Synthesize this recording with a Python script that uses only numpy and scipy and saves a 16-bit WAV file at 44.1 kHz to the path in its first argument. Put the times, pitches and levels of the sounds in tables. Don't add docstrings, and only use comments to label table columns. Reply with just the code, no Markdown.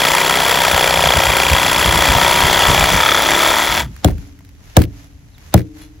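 import sys
import numpy as np
from scipy import signal
from scipy.fft import rfft, irfft
from scipy.io import wavfile
from scipy.ndimage import map_coordinates

SR = 44100
rng = np.random.default_rng(int(sys.argv[2]) if len(sys.argv) > 2 else 0)


def wrap_up_sound(samples):
    columns = np.atleast_2d(samples).T
    tamed = np.clip(columns, -1, 1)
    steps = np.round(tamed * 32767).astype(np.int16)
    wavfile.write(sys.argv[1], SR, steps)


N = 264600
T = np.arange(N) / SR
FREQ = np.maximum(np.arange(N // 2 + 1) * SR / N, 1)

# (frequency [Hz], level [dB])
RUMBLE_COLOUR = [(20, -15.5), (40, 3.5), (65, 8.5), (110, 0.5), (200, -10), (400, -25), (800, -37.5),
                 (2000, -69.5)]
RUSTLE_COLOUR = [(200, 0), (700, 5), (1200, 1), (2000, 3), (3200, -1.5), (4500, -3), (6500, -1),
                 (9000, -15.5), (11000, -5.5), (16000, -18)]
BUFFET_COLOUR = [(15, -22), (35, -14), (65, 2), (100, -6.5), (150, -7.5), (250, -17), (500, -36.5),
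                 (1500, -77.5)]
# (time [s], pitch [Hz], level [dB])
BIRD = [(5.305, 3700, -91), (5.318, 3900, -58), (5.333, 4700, -68), (5.347, 3930, -49), (5.362, 3450, -54),
        (5.378, 3300, -87)]
# (time [s], level [dB], half-width [s])
PUFFS = [(.745, -22, 0.021), (.99, -24.5, 0.029), (1.065, -22, 0.029), (1.18, -17.5, 0.03),
         (1.3, -23.5, 0.039), (1.529, -12, 0.016), (1.92, -18.5, 0.092), (2.105, -15, 0.024),
         (2.17, -15.5, 0.021), (2.45, -15, 0.016), (2.695, -13, 0.016), (2.79, -19, 0.096),
         (2.944, -15.5, 0.028), (3.34, -24.5, 0.013), (3.49, -30.5, .018), (3.71, -27, 0.029),
         (3.84, -27, 0.089)]

# (time [s], thump [dB], crack [dB], crack brightness [dB per octave], log pitch [ratio],
# splinters [dB], after-ring [dB], bounce delay [s], bounce [dB], rocking [dB])
CHOPS = [(4.045, -0.5, -6.5, 0.1, 0.98, -34, -38, 0.051, -13.5, -22),
         (4.7673, 5, 4.5, -.5, .995, -28.5, -40, .044, -17, -25.5),
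         (5.5399, 2.5, -2.5, 2.5, 1.06, -32, -33, 0.051, -23, -36)]
# (pitch [Hz], level [dB], time to fade by 60 dB [s])
LOG_MODES = [(63, -6, 0.17), (81.5, -2, 0.16), (111.2, -3.5, 0.19), (167.4, -6, 0.17), (198.6, -3, 0.069),
             (311.5, -9, 0.14), (404, -19, 0.14), (546, -6, 0.058), (636, -7, 0.058), (747, -5.5, 0.047),
             (1230, -13, 0.016), (1516, -30.5, 0.09), (3800, -41, 0.002)]
AFTER_RING = [(275, -0.5, 1.7), (294, 2.5, 1.45), (419, -11.5, 1.5)]
STEEL_MODES = [(1776, -14, .15), (2875, -4, .18), (3402, -2, .18), (4134, -4, .2), (6054, -18, .35),
               (10800, -2, .16)]
# (frequency [Hz], level [dB])
CRACK_COLOUR = [(200, -21), (700, 11.5), (1500, 3), (2500, 0), (3600, 8.5), (4700, -2), (7500, 4),
                (11000, -4), (16000, 3)]
CHIP_COLOUR = [(300, -16), (1000, -5.5), (2000, 2), (3000, -6), (5000, -7.5), (8000, -14), (16000, -9.5)]
# (time [s], level [dB], extra level for the dull tap [dB])
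CHIPS = [(3.963, -30.5, -14), (4.084, -25, 23.5), (4.120, -46, 27), (4.1803, -33, -6), (4.389, -39, -17),
         (4.406, -46, 18), (4.448, -37.5, -11), (4.4897, -38, -20), (4.781, -18, -1), (4.8176, -10.5, -6),
         (4.8373, -19, -7), (5.3804, -37, -10), (5.5896, -24, -4), (5.8184, -34, -4)]
# (time [s], level [dB])
TWANGS = [(5.059, -62), (5.785, -56), (5.815, -46)]
# (time [s], level [dB], half-width [s])
LIFTS = [(4.21, -51, 0.11), (5.0, -50.5, 0.085), (5.81, -46.5, 0.057)]

# (time [s], stroke rate [Hz])
STROKE_RATE = [(0.0, 30.1), (0.14, 30.552), (0.33, 32.316), (0.535, 32.51), (0.865, 30.431),
               (1.164, 30.644), (1.276, 30.231), (1.714, 30.569), (2.214, 31.192), (2.462, 32.465),
               (2.821, 31.819), (3.08, 35.131), (3.365, 35.394), (3.759, 38.689), (3.85, 38.615)]
# (time [s], level [dB])
SAW_LEVEL = [(0, -15.5), (.55, -14.5), (.9, -15.5), (1.55, -15.5), (2, -15), (2.7, -14), (3.2, -16.5),
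             (3.47, -13.5), (3.65, -17.5), (3.8, -16.5)]
# (time [s], relative level [dB])
SHOE_LEVEL = [(0, -17.5), (1.8, -15), (2.5, -5), (2.85, -9), (3.05, -2.5), (3.3, -1.5), (3.47, -5.5),
              (3.62, -3.5), (3.9, -3)]
# (time [s], boost [dB])
LEANS = [(1.1, 5.5), (1.83, 1.5), (2.62, 2.5), (3.11, 8.5)]
# (pitch [Hz], width [Hz], level [dB])
PULL_MODES = [(645, 390, 3), (802, 220, 7), (1300, 62, 0), (1900, 500, -14), (2355, 150, 3.5),
              (3380, 1500, -7), (6000, 5900, -21)]
PUSH_MODES = [(1500, 730, -22), (3203, 130, 4), (3410, 113, 6), (7000, 5300, -36.5)]
SHOE_MODES = [(810, 430, -3), (1027, 100, 4), (1272, 66, 3), (1800, 360, -2), (2307, 220, -1.5),
              (3320, 650, -7.5), (6070, 1500, -13)]
WHIP_MODES = [(942, 62, 0), (1335, 82, -15)]
KERF_MODES = [(1320, 81, 2.5), (1635, 79, -2), (1949, 85, 3), (2190, 220, -6), (2640, 98, -5.5),
              (2877, 40, -2), (4360, 300, -6.5), (4690, 370, -5), (4920, 320, -4.5), (6010, 130, -7),
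              (6300, 140, -12.5), (7340, 370, -7.5), (10110, 540, -6), (14400, 6300, -16)]
# (frequency [Hz], level [dB])
RASP_COLOUR = [(300, -12), (600, 0.5), (1100, 0), (2000, 0), (2700, -8), (3400, -4.5), (4000, -9),
               (7000, -14), (8500, -14.5), (10700, -13.5), (13300, -19.5), (14700, -12), (16000, -17)]
HOUSING_COLOUR = [(60, -24.5), (130, -16), (180, -5.5), (250, -7.5), (380, -1), (460, -6), (600, -3),
                  (1000, -12.5), (2000, -41.5)]
# (pitch [multiple of the stroke rate], relative level [dB])
DRIVE_HUM = [(5, -21), (6, -28.5), (9, -27), (11, -26), (18, -19)]
# (frequency [Hz], left's lead [radians])
PORT_PHASE = [(0, 0), (700, .3), (1400, .9), (2150, 0), (7500, 0), (9100, -3.1), (13300, -9.4),
              (16000, -12.8)]
# (frequency [Hz], left minus right [dB])
PORT_BALANCE = [(100, 1), (380, 2.5), (700, 5), (1290, 3), (2380, 1), (16000, -4)]


def undb(db):
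    return 10 ** (np.asarray(db) / 20)


def unit(x):
    return x / np.sqrt(np.mean(x ** 2))


def curves(rows):
    times, *columns = np.transpose(rows)
    return [np.interp(T, times, column) for column in columns]


def hump(s, width_s):
    return np.exp(-((T - s) / width_s) ** 2)


def swell(age, rise):
    x = np.maximum(age, 0) / rise
    return x * np.exp(1 - x)


def noise(side):
    mid, apart = rng.standard_normal((2, N))
    return mid + side * apart * np.array([[1], [-1]])


def grit(spread_db, size=24):
    thickness = np.minimum(rng.exponential(size=N // size + 1), 3.5)
    return unit(np.repeat(undb(spread_db * thickness), size)[:N])


def colour(x, points):
    hz, db = np.transpose(points)
    gain = unit(undb(np.interp(np.log(FREQ), np.log(hz), db)))
    return irfft(rfft(x) * gain, N)


def resonate(force, modes):
    return sum((-1) ** k * undb(db) * signal.lfilter(*signal.iirpeak(hz, hz / width, SR), force)
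               for k, (hz, width, db) in enumerate(modes))


def struck(s, modes, pitch=1, build_cycles=.3):
    out, start = np.zeros(N), int(s * SR)
    age = T[:min(N - start, SR)]
    for k, (hz, db, t60) in enumerate(modes):
        fade = np.exp(-np.log(1000) * age / t60) * (1 - np.exp(-age * hz / build_cycles))
        tone = np.sin(2 * np.pi * hz * pitch * age)
        out[start:start + len(age)] += (-1) ** k * undb(db) * fade * tone
    return out


def yard():
    rocking = sum(undb(db) * swell(T - s, rise=.053) for s, *_, db in CHOPS)
    swings = undb(-50.5) * sum(hump(s - .068, width_s=.095) for s, *_ in CHOPS)
    lifts = sum(undb(db) * hump(s, width) for s, db, width in LIFTS)
    rumble = colour(noise(side=.3), RUMBLE_COLOUR)
    rustle = colour(noise(side=.94) * grit(spread_db=2.5), RUSTLE_COLOUR)
    return np.hypot(undb(-41.5), rocking) * rumble + np.hypot(undb(-58.5), swings + lifts) * rustle


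def bird():
    hz, db = curves(BIRD)
    calling = (T > BIRD[0][0]) & (T < BIRD[-1][0])
    return undb(db - 1) * np.sin(2 * np.pi * np.cumsum(hz) / SR) * calling


def wind():
    breeze = undb(-27.5) * hump(1.98, width_s=1.5)
    puffs = sum(undb(db) * hump(s, width) for s, db, width in PUFFS)
    return colour(noise(side=.21), BUFFET_COLOUR) * np.hypot(breeze, puffs)


def chips():
    tick = sum(undb(db) * swell(T - s, rise=.0014) for s, db, _ in CHIPS)
    tap = sum(undb(db + dull_db) * swell(T - s, rise=.0013) for s, db, dull_db in CHIPS)
    ticks = undb(-7) * colour(noise(side=.54) * tick, CHIP_COLOUR)
    taps = undb(-17) * colour(noise(side=.39) * tap,
                              [(100, -8.5), (450, -8), (900, -7), (2500, -25.5), (8000, -50.5)])
    twangs = sum(undb(db) * struck(s, STEEL_MODES) for s, db in TWANGS)
    return ticks + taps + twangs


def chops():
    ringing, tearing, rattle, rush = np.zeros((4, N))
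    crack, fibres = np.zeros((2, N)), noise(side=1)
    for s, thump_db, crack_db, bright_db, pitch, splinter_db, ring_db, delay, bounce_db, _ in CHOPS:
        ringing += undb(thump_db) * struck(s + .00079, LOG_MODES, pitch, build_cycles=.39)
        ringing += undb(bounce_db) * struck(s + delay, LOG_MODES, pitch, build_cycles=4.5)
        ringing += undb(ring_db) * struck(s, AFTER_RING, pitch)
        ringing += undb(-35.5) * struck(s, STEEL_MODES)
        tilted = [(hz, db + bright_db * np.log2(hz)) for hz, db in CRACK_COLOUR]
        crack += undb(crack_db) * colour(fibres * swell(T - s, rise=.0011), tilted)
        edge_moving = np.clip((s + .096 - T) / .012, 0, 1)
        tearing += undb(splinter_db) * swell(T - s, rise=.02) * edge_moving
        rattle += undb(thump_db) * swell(T - s, rise=.02)
        rush += swell(s + .0012 - T, rise=.0038)
    board_colour = [(40, -3.5), (100, 1), (300, -2.5), (500, -11.5), (900, -31), (2500, -50), (8000, -71)]
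    boards = undb(-17) * colour(noise(side=.73) * rattle, board_colour)
    splinters = colour(noise(side=.68) * tearing * grit(spread_db=6.5, size=36), CHIP_COLOUR)
    air = undb(-30) * colour(noise(side=.4) * rush,
                             [(100, 1), (400, -4.5), (1500, -8), (5000, -15), (16000, -47)])
    lean_left = undb([[1.8], [-1.8]])
    return ringing * lean_left + boards + crack + splinters + air


def clatter(turn, memory, size=1400):
    rough = rng.standard_normal((int(turn[-1]) + 2, size))
    for k in range(1, len(rough)):
        rough[k] = memory * rough[k - 1] + np.sqrt(1 - memory ** 2) * rough[k]
    return map_coordinates(rough.ravel(), [turn * size], order=3)


def ping(turn, at, jitter, scatter_db):
    shift, strength = rng.standard_normal((int(turn[-1]) - 1, 2)).T
    hits = np.searchsorted(turn, np.arange(len(shift)) + at + jitter * shift)
    force = np.zeros(N + 1)
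    force[hits] = undb(scatter_db * strength)
    return force[:N]


def knock(turn, modes, at, length, memory, scatter_db):
    stroke = np.floor(turn - at).astype(int) + 1
    force = undb(scatter_db * rng.standard_normal(N // 100))[stroke]
    dying = np.exp(-(((turn - at) % 1) / length) ** 2)
    return unit(resonate(force * dying * clatter(turn, memory), modes))


def smooth_step(x, middle):
    return .5 + .5 * np.tanh(2 * (x - middle))


def blade_ring(force):
    short = smooth_step(T, 2.6)
    higher = [(hz * 1.023, width, db) for hz, width, db in PUSH_MODES]
    return unit(resonate(force * (1 - short), PUSH_MODES) + resonate(force * short, higher))


def stroke_knocks(blade, rate, load_db):
    pull_free_hz, push_free_hz, drop_db = 32.8, 39.4, 5
    lean_db = sum(db * hump(s, width_s=.08) for s, db in LEANS)
    pull_db = load_db - drop_db * smooth_step(rate, pull_free_hz)
    push_db = load_db - drop_db * smooth_step(rate, push_free_hz) + lean_db
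    blow = undb(-6) * unit(resonate(ping(blade, at=.538, jitter=.002, scatter_db=.7), PULL_MODES))
    rattle = undb(-9.5) * knock(blade, PULL_MODES, at=.535, length=.14, memory=.92, scatter_db=.5)
    push = undb(-8.2) * blade_ring(ping(blade, at=.06, jitter=.005, scatter_db=1.4))
    return undb(pull_db) * (blow + rattle) + undb(push_db) * push


def blade_whip(turn):
    outward = unit(resonate(ping(turn, at=.185, jitter=.008, scatter_db=2), WHIP_MODES))
    back = unit(resonate(ping(turn, at=.615, jitter=.006, scatter_db=1.5), WHIP_MODES))
    pinch_db = 9 * hump(2.27, width_s=.55)
    return undb(-8) * outward + undb(-14.5 + pinch_db) * back


def teeth(turn, blade, shoe_db):
    bite = .55 + .45 * swell((blade - .03) % 1, rise=.11) + .75 * swell((blade - .53) % 1, rise=.06)
    rasp = undb(-2) * unit(colour(bite * grit(spread_db=2.5) * clatter(turn, memory=.23), RASP_COLOUR))
    kerf = undb(-6) * unit(resonate(bite * grit(spread_db=5.5) * clatter(turn, memory=.22), KERF_MODES))
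    singing = undb(.4 * shoe_db - 7) * blade_ring(bite * clatter(turn, memory=.41))
    housing = undb(-12) * unit(colour(bite * clatter(turn, memory=.844), HOUSING_COLOUR))
    return rasp + kerf + singing + housing


def saw():
    rate, shoe_db = curves(STROKE_RATE)[0], curves(SHOE_LEVEL)[0]
    turn = np.cumsum(rate) / SR
    blade = turn - .11 * np.minimum(T / STROKE_RATE[-1][0], 1) ** 3
    load_db = -.55 * (rate - 30)
    knocks = stroke_knocks(blade, rate, load_db)
    shoe = undb(shoe_db) * knock(turn, SHOE_MODES, at=.94, length=.16, memory=.85, scatter_db=.6)
    whip = undb(load_db) * blade_whip(turn)
    cutting = teeth(turn, blade, shoe_db)
    hum = sum(undb(db) * unit(np.sin(2 * np.pi * (k * turn + rng.random()))) for k, db in DRIVE_HUM)
    fade_start_s, fade_db_per_s = 3.803, 445
    saw_db = curves(SAW_LEVEL)[0] - fade_db_per_s * np.maximum(T - fade_start_s, 0)
    return (knocks + shoe + whip + cutting + hum) * undb(saw_db)


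def microphone_ports(x):
    phase = np.interp(FREQ, *np.transpose(PORT_PHASE))
    balance_db = np.interp(FREQ, *np.transpose(PORT_BALANCE))
    left, right = undb(balance_db / 2), undb(-balance_db / 2) * np.exp(-1j * phase)
    return irfft(rfft(x) * np.array([left, right]), N)


def scene():
    return microphone_ports(saw()) + wind() + chops() + chips() + yard() + bird()


def record(dry):
    treble_cut = signal.ellip(10, .1, 70, 15750, fs=SR, output="sos")
    return signal.sosfilt(treble_cut, np.clip(dry, -1, 1))


dry = scene()
out = record(dry)
wrap_up_sound(out)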